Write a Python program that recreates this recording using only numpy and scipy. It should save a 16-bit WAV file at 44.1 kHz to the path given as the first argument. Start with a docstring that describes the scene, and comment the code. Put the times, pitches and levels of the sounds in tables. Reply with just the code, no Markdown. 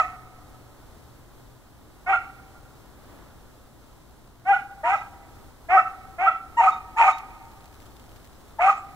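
"""Quiet woodland, a stereo microphone, a dog some way off and already barking as we come in.
Each of its nine barks is a hoarse woof that flips up into a short yip; trunks scatter it into a soft tail.
After the second bark the canopy swells once over a faint far drone. From 4.5 s six barks come in a run,
three opening with a clear yelp. Then leaf litter crackles and twigs snap underfoot as the listener turns,
and at 8.6 s the dog gives one last yelp and bark."""
import sys
import numpy as np
from scipy import signal
from scipy.fft import rfft, irfft, next_fast_len
from scipy.io import wavfile

SR = 44100
rng = np.random.default_rng(int(sys.argv[2]) if len(sys.argv) > 2 else 0)


def dump_mix(stems):
    """Bounce the given channels to the path in sys.argv[1] as a 16-bit WAV at rate SR."""
    frames = np.atleast_2d(stems).T  # one column per channel
    limited = np.clip(frames, -1, 1)  # hard clip at full scale
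    pcm = np.round(limited * 32767).astype(np.int16)
    wavfile.write(sys.argv[1], SR, pcm)


N = 394694
LEAD = SR // 8  # samples before time zero, where the first bark begins
SIZE = LEAD + N
TIME = (np.arange(SIZE) - LEAD) / SR
OPPOSITE = np.array([[1], [-1]])  # left up, right down


# The dog, some way off among the trees. Each row: start and length in seconds, woof crest as a share of
# its length, woof pitch in Hz, woof level and swell in dB, yip pitch in Hz, yip level and overtones in dB,
# rasp crest as a share of the length, rasp and hiss in dB. Levels are relative.
BARKS = [(-.085, .109, .55, 756.7, -22.5, 8, 1322, -13.5, 1, 0.2, -27, -50),
         (2.064, 0.1, 0.56, 784.5, -21.5, 20, 1424, -17.5, 1, 0.44, -26.5, -58.5),
         (4.453, 0.11, 0.59, 804.4, -16, 29, 1483, -19.5, -5.5, 1, -35.5, -60),
         (4.835, 0.13, 0.93, 806, -23, 10, 1331, -21.5, -0.5, 0.3, -26.5, -53),
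         (5.688, .119, 0.61, 771.6, -16, 20.5, 1333, -11.5, -1.5, 0.1, -26.5, -58.5),
         (6.185, .117, 0.64, 781.3, -22.5, 11.5, 1363, -13, 0, 0.2, -29.5, -60.5),
         (6.6, .104, .58, 774.4, -19.5, 12.5, 1288, -13, -17.5, 0, -23.5, -50.5),
         (7.009, .103, 0.77, 780, -19.5, 28.5, 1263, -17, -5, 0, -19, -47),
         (8.595, 0.12, 0.87, 803.4, -18, 9.5, 1272, -14, -6, 0.1, -21.5, -49)]
# The high yelp that opens four of the barks. Each row: start and length in seconds, crest as a share of
# the length, pitch in Hz, then relative levels of tone, overtones, rasp and hiss in dB.
YELPS = [(4.836, 0.059, .62, 964, -16, -5.5, -32, -60), (6.57, .045, 0.35, 948.6, -8.5, -2, -28.5, -55.5),
         (6.964, .084, .46, 937, -10, -4.5, -17.5, -46.5), (8.586, 0.013, 0.14, 882, -20.5, -6.5, -32, -66)]
# The dog's three registers. Each row: multiple of the pitch, relative level in dB.
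# Half multiples come from period doubling.
YELP_PARTIALS = [(1, -3), (2, -21), (3, -27.5), (4, -56.5), (6, -51), (7, -47.5), (8, -44)]
WOOF_PARTIALS = [(.5, -30), (1, 2), (1.5, -18), (2, -11), (2.5, -16.5), (3, -13.5), (3.5, -21), (4, -32),
                 (4.5, -45), (7, -45), (9, -53.5), (10, -57)]
YIP_PARTIALS = [(.5, -22), (1, -0.5), (1.5, -21.5), (2, -19), (2.5, -39.5), (3, -51), (5, -51.5), (6, -52)]
def dog_voice():
    """Yelp, woof and yip overlap as the vocal folds jump between registers."""
    yelp_swell_db, yip_swell_db = 16.5, 12
    yip_s, yip_crest, woof_early_s = .041, .542, .016  # the woof stops part way through the yip
    yelps, woofs, yips = [], [], []
    for start, length, crest, hz, db, overtones_db, rasp_db, _ in YELPS:
        yelps.append((start, length, crest, hz, db, yelp_swell_db, overtones_db, rasp_db))
    for start, length, crest, hz, db, swell_db, yip_hz, yip_db, overtones_db, _, rasp_db, _ in BARKS:
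        woofs.append((start, length - woof_early_s, crest, hz, db, swell_db, overtones_db, rasp_db))
        yip_start = start + length - yip_s
        yips.append((yip_start, yip_s, yip_crest, yip_hz, yip_db, yip_swell_db, overtones_db, rasp_db))
    yelp = vocal_folds(yelps, YELP_PARTIALS, glide_per_s=2.2, late=.53, follow=.48,
                       jitter=.0064, shimmer=.22, tremble_hz=149, edge_s=.0054)
    woof = vocal_folds(woofs, WOOF_PARTIALS, glide_per_s=2.05, late=.01, follow=.56,
                       jitter=.015, shimmer=.085, tremble_hz=205, edge_s=.012)
    yip = vocal_folds(yips, YIP_PARTIALS, glide_per_s=6.01, late=-.04, follow=.9,
                      jitter=.0074, shimmer=.21, tremble_hz=200, edge_s=.008)
    return yelp + woof + yip


def vocal_folds(notes, partials, glide_per_s, late, follow, jitter, shimmer, tremble_hz, edge_s):
    """One register: pitch arches with the push of air; level peaks `late` (a share of the note) after."""
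    out = np.zeros(SIZE)
    wobble, shake, flicker = drift(tremble_hz), drift(tremble_hz), drift(47)
    ordinary_rasp_db, roundness = -28, .699  # roundness .5 is a straight climb and fall, 1 an arch
    for start, length, crest, hz, peak_db, swell_db, overtones_db, rasp_db in notes:
        i, progress, opening = stretch(start, length, edge_s)
        rough = from_db(.35 * (rasp_db - ordinary_rasp_db))  # a raspier bark trembles more
        climb = glide_per_s * length * max(crest, 1 - crest)  # a longer push climbs further
        arch = 1 - climb * slack(progress, crest) ** roundness
        pitch = hz * arch * (1 + rough * jitter * wobble[i])
        phase = 2 * np.pi * np.cumsum(pitch) / SR
        tremor = opening * (1 + rough * shimmer * shake[i])
        main_db = -swell_db * slack(progress, crest + late)
        for multiple, db in partials:
            # the other partials follow the main tone only partly, and come and go
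            flicker_db = 3.5 * np.take(flicker, i + rng.integers(N), mode="wrap")
            level_db = main_db if multiple == 1 else follow * main_db + overtones_db + flicker_db
            tone = np.sqrt(2) * np.sin(multiple * phase + 2 * np.pi * rng.random())
            out[i] += tremor * from_db(peak_db + level_db + db) * tone
    return out


# The colour of the dog's breath at throat and teeth. Each row: frequency in Hz, relative level in dB.
THROAT = [(200, -49), (400, -17), (520, -31), (680, -5), (900, 7.5), (1040, -8), (1200, 10), (1480, -2.5),
          (1720, -20.5), (1950, -4), (2170, -2), (2450, 4.5), (2850, -12), (3500, -26), (5000, -50)]
TEETH = [(2500, -8.5), (3700, 2), (4500, 1.5), (6000, -1), (6800, 6.5), (8200, -2), (10000, -7.5),
         (12500, -15), (15000, -32)]
# Breath and echoes across the microphone. Each row: frequency in Hz, left-right likeness from 0 to 1.
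VOICE_LIKENESS = [(300, 1), (700, 0.97), (1400, 0.98), (1800, 1), (2500, 1), (3300, 0.49), (7000, 0.54),
                  (12000, .2)]
def hoarseness():
    """Turbulent air, chopped unevenly by the slack folds, rasps in the throat and hisses at the teeth."""
    lag_s, rasp_slack_db, hiss_slack_db = .011, 11.5, 3.5  # air trails the voice and sags off its crest
    rasp, hiss = np.zeros(SIZE), np.zeros(SIZE)
    pushes = [bark[:2] + bark[-3:] for bark in BARKS] + [yelp[:3] + yelp[-2:] for yelp in YELPS]
    for start, length, crest, rasp_db, hiss_db in pushes:
        i, progress, mouth = stretch(start + lag_s, length, edge_s=.028)
        rasp_gain = from_db(rasp_db - 1 - rasp_slack_db * slack(progress, crest))
        hiss_gain = from_db(hiss_db - hiss_slack_db * slack(progress, .45))
        rasp[i] = np.maximum(rasp[i], mouth * rasp_gain)
        hiss[i] = np.maximum(hiss[i], mouth * hiss_gain)
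    chop = rms_one(from_db(2 * drift(300)))
    throat = rasp * stereo_noise(THROAT, VOICE_LIKENESS)
    teeth = hiss * stereo_noise(TEETH, VOICE_LIKENESS)
    return chop * (throat + teeth)


# What the trunks send back to the microphone. Each row: frequency in Hz, relative level in dB.
TRUNK_SCATTER = [(200, -11.5), (750, 1.5), (1350, 0.5), (2000, 3.5), (3000, 4.5), (3800, 8), (6000, 8.5),
                 (14000, -15.5)]
def trunk_echoes(dog):
    """Near trunks return a quick spray, the deep wood a dull tail; moving leaves make both flutter."""
    t = np.arange(2 * SR) / SR
    rise = np.clip(t / .018 - .5, 0, 1)  # the first echoes arrive around 18 ms

    def spray(db, t60_s):
        echoes = stereo_noise(TRUNK_SCATTER, VOICE_LIKENESS, len(t)) * rise * from_db(-60 * t / t60_s)
        return from_db(db) * rms_one(echoes) / np.sqrt(len(t))
    far = signal.sosfilt(signal.butter(2, 2120, fs=SR, output="sos"), spray(db=-22, t60_s=1.8))
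    near = spray(db=-10, t60_s=.31)
    flutter = from_db(1.3 * drift(26))
    return flutter * signal.fftconvolve(dog, near + far, axes=1)[:, :SIZE]


# Thin, bright echoes of the yips' upper harmonics, reaching the microphone just after some barks.
# Each row: start in seconds, pitch in Hz, relative level in dB.
YIP_ECHOES = [(4.979, 3780, -56), (6.72, 3710, -44.5), (7.126, 3770, -43), (8.775, 7600, -55)]
def yip_echoes(length_s, fade_s):
    """An upper harmonic of a yip comes back as a faint wavering tone that dies away quickly."""
    out = np.zeros(SIZE)
    wavering_time = np.cumsum(1 + .0054 * drift(110)) / SR
    for start, hz, db in YIP_ECHOES:
        envelope = gate(TIME, start, start + length_s, edge_s=.013) * np.exp(-abs(TIME - start) / fade_s)
        out += from_db(db) * envelope * np.sqrt(2) * np.sin(2 * np.pi * hz * wavering_time)
    return out


# Dry leaves stirring underfoot. 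Each row: time in seconds, level in dB.
LITTER = [(0, -80), (1.2, -109), (4, -71), (7.1, -81.5), (7.6, -62), (8.2, -63.5), (8.95, -72)]
# Twigs snapping among them. Each row: start in seconds, relative peak in dB.
TWIGS = [(7.1835, -23.5), (7.656, -33), (7.9962, -33.5), (8.161, -35), (8.2513, -39)]
# Leaves and air across the microphone. Each row: frequency in Hz, left-right likeness from 0 to 1.
AIR_LIKENESS = [(40, 0.84), (130, 0.31), (400, 0.3), (800, 0.92), (1400, 1), (1900, 0.083), (2500, 0.74),
                (3200, 0.43), (3700, 0.71), (5600, 0.24), (15000, 0.52)]
def leaf_litter(grains_per_s, snap_s, snap_db):
    """Dry leaves crackle in fine grains; now and then a twig snaps."""
    hits = rng.random(SIZE) < grains_per_s / SR
    grains = hits * from_db(3 * np.minimum(rng.exponential(1, SIZE), 4))
    crackle = signal.lfilter([1], [1, -np.exp(-1 / (.0012 * SR))], grains + 1e-18)  # 1.2 ms decay
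    stir = rms_one(crackle) * from_db(in_time(LITTER))
    snaps = sum(from_db(db + snap_db) * (TIME >= s) * np.exp(-abs(TIME - s) / snap_s) for s, db in TWIGS)
    colour = [(500, -13), (2000, 5), (4000, 2), (7000, -1.5), (11000, -8.5), (15000, -3.5)]  # Hz, dB
    return (stir + snaps) * stereo_noise(colour, AIR_LIKENESS)


# The still air of the wood, all around. Each row: frequency in Hz, relative level in dB.
AIR = [(20, -3.5), (50, 0.5), (100, -2.5), (180, -9.5), (280, -7), (480, -13), (800, -14), (1300, -17.5),
       (2200, -26.5), (3500, -27.5), (5000, -29), (7000, -31), (11000, -31.5), (15500, -33)]
# Its slow rise and fall. Each row: time in seconds, relative level in dB.
HUSH = [(0.0, -55), (1.94, -58), (2.19, -56), (4.31, -58.5), (4.83, -56.5), (8.95, -56)]
def canopy():
    """Far rumble and the hush of a nearly steady wind in the canopy, with one soft swell."""
    air_db, swell_db, swell_at_s, swell_width_s = -49.5, -50.5, 3.16, .21
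    hush_db = in_time(HUSH)
    level_db = air_db + hush_db - hush_db.mean() + .6 * drift(3.7)
    air = from_db(level_db) * stereo_noise(AIR, AIR_LIKENESS)
    swell = from_db(swell_db) * np.exp(-((TIME - swell_at_s) / swell_width_s) ** 2)
    swell_colour = [(100, -3), (250, -1), (1200, -9), (2200, -18), (6000, -29.5)]  # Hz, dB
    return air + swell * stereo_noise(swell_colour, AIR_LIKENESS)


# A faint drone, far from the microphone. Each row: time in seconds, level in dB.
DRONE = [(0, -59.5), (1.001, -59), (2.1, -61.5), (2.802, -63), (8.95, -72.5)]
def far_drone(hz):
    """One low tone that wavers and slowly fades."""
    phase = 2 * np.pi * np.cumsum(hz * (1 + .012 * drift(2.2))) / SR
    return np.sqrt(2) * np.sin(phase) * from_db(in_time(DRONE) + 2 * drift(5))


def from_db(db):
    """Decibels to gain."""
    return 10 ** (np.asarray(db) / 20)


def rms_one(x):
    """Scale to unit power."""
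    return x / np.sqrt(np.mean(x ** 2) + 1e-20)


def in_time(rows):
    """Read a (seconds, value) curve at every sample."""
    return np.interp(TIME, *np.transpose(rows))


def at_hz(points, hz):
    """Read a spectrum on a log-frequency axis."""
    f, value = np.transpose(points)
    return np.interp(np.log(np.maximum(hz, 1)), np.log(f), value)


def filtered(x, response):
    """Apply a frequency response, given as a function of Hz."""
    size = next_fast_len(x.shape[-1] + 4096, True)
    return irfft(rfft(x, size) * response(np.fft.rfftfreq(size, 1 / SR)), size)[..., :x.shape[-1]]


def drift(rate):
    """Random wander with about `rate` turns a second; rms 1."""
    grid = TIME[::12]
    hz = np.fft.rfftfreq(len(grid), grid[1] - grid[0])
    slow = irfft(rfft(rng.standard_normal(len(grid))) / (1 + (hz / rate) ** 4), len(grid))
    return np.interp(TIME, grid, rms_one(slow))


def stereo_noise(spectrum, likeness, size=SIZE):
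    """Coloured noise, partly shared by the two channels; rms 1."""
    def part(sign):
        return filtered(rng.standard_normal(size),
                        lambda hz: from_db(at_hz(spectrum, hz)) * np.sqrt(1 + sign * at_hz(likeness, hz)))
    return rms_one(part(1) + OPPOSITE * part(-1))


def gate(t, start, end, edge_s):
    """Open from start to end, with soft edges."""
    return np.sin(np.pi / 2 * np.clip(np.minimum(t - start, end - t) / edge_s + .5, 0, 1)) ** 2


def slack(progress, crest):
    """How far a push of air is below its peak: 0 at the crest, 1 at the farther end."""
    crest = np.clip(crest, 0, 1)
    return ((progress - crest) / np.maximum(crest, 1 - crest)) ** 2


def stretch(start, length, edge_s):
    """The samples of one sound, its progress from 0 to 1 and its soft gate."""
    i = np.flatnonzero((TIME > start - edge_s) & (TIME < start + length + edge_s))
    return i, np.clip((TIME[i] - start) / length, 0, 1), gate(TIME[i], start, start + length, edge_s)


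# The microphone's two ports, shaded from the dog's direction.
# Each row: frequency in Hz, left minus right in dB at full shading.
PORT_BALANCE = [(300, 4), (750, 2.5), (1050, 1.5), (1350, -4.5), (1650, -7), (1920, -17), (2200, -8.5),
                (2900, 1.5), (4500, -2.5), (5500, 4.5), (7800, 5.5), (11000, 1.5)]
def port_shading(x, share):
    """Tilt left against right: a large share for sound from one direction, small for diffuse sound."""
    return filtered(x, lambda hz: from_db(OPPOSITE * share * at_hz(PORT_BALANCE, hz) / 2))


def scene():
    """The dog and its echoes some way off, the wood all around, the leaves underfoot."""
    dog = dog_voice() + hoarseness()
    distant = port_shading(dog + trunk_echoes(dog) + yip_echoes(length_s=.15, fade_s=.025), share=.79)
    around = port_shading(canopy() + far_drone(hz=123), share=.32)
    underfoot = leaf_litter(grains_per_s=160, snap_s=.005, snap_db=-16.5)
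    return (distant + around + underfoot)[:, LEAD:]


# Phase between the microphone's ports. Each row: frequency in Hz, lead of the left port in radians.
PORT_PHASE = [(20, 0), (1650, -0.06), (2050, 4), (2450, 3), (2900, 4), (3600, 6), (4700, 8.5), (6000, 14),
              (7600, 13.5), (10000, 11), (12800, 2.5), (15500, -1)]
def record(dry):
    """The microphone: its two ports are out of phase in the treble, and the top is cut at 15.6 kHz."""
    ports = filtered(dry, lambda hz: np.exp(.5j * OPPOSITE * at_hz(PORT_PHASE, hz)))
    return signal.sosfilt(signal.ellip(10, .1, 90, 15600, fs=SR, output="sos"), ports)


dry = scene()
out = record(dry)
dump_mix(out)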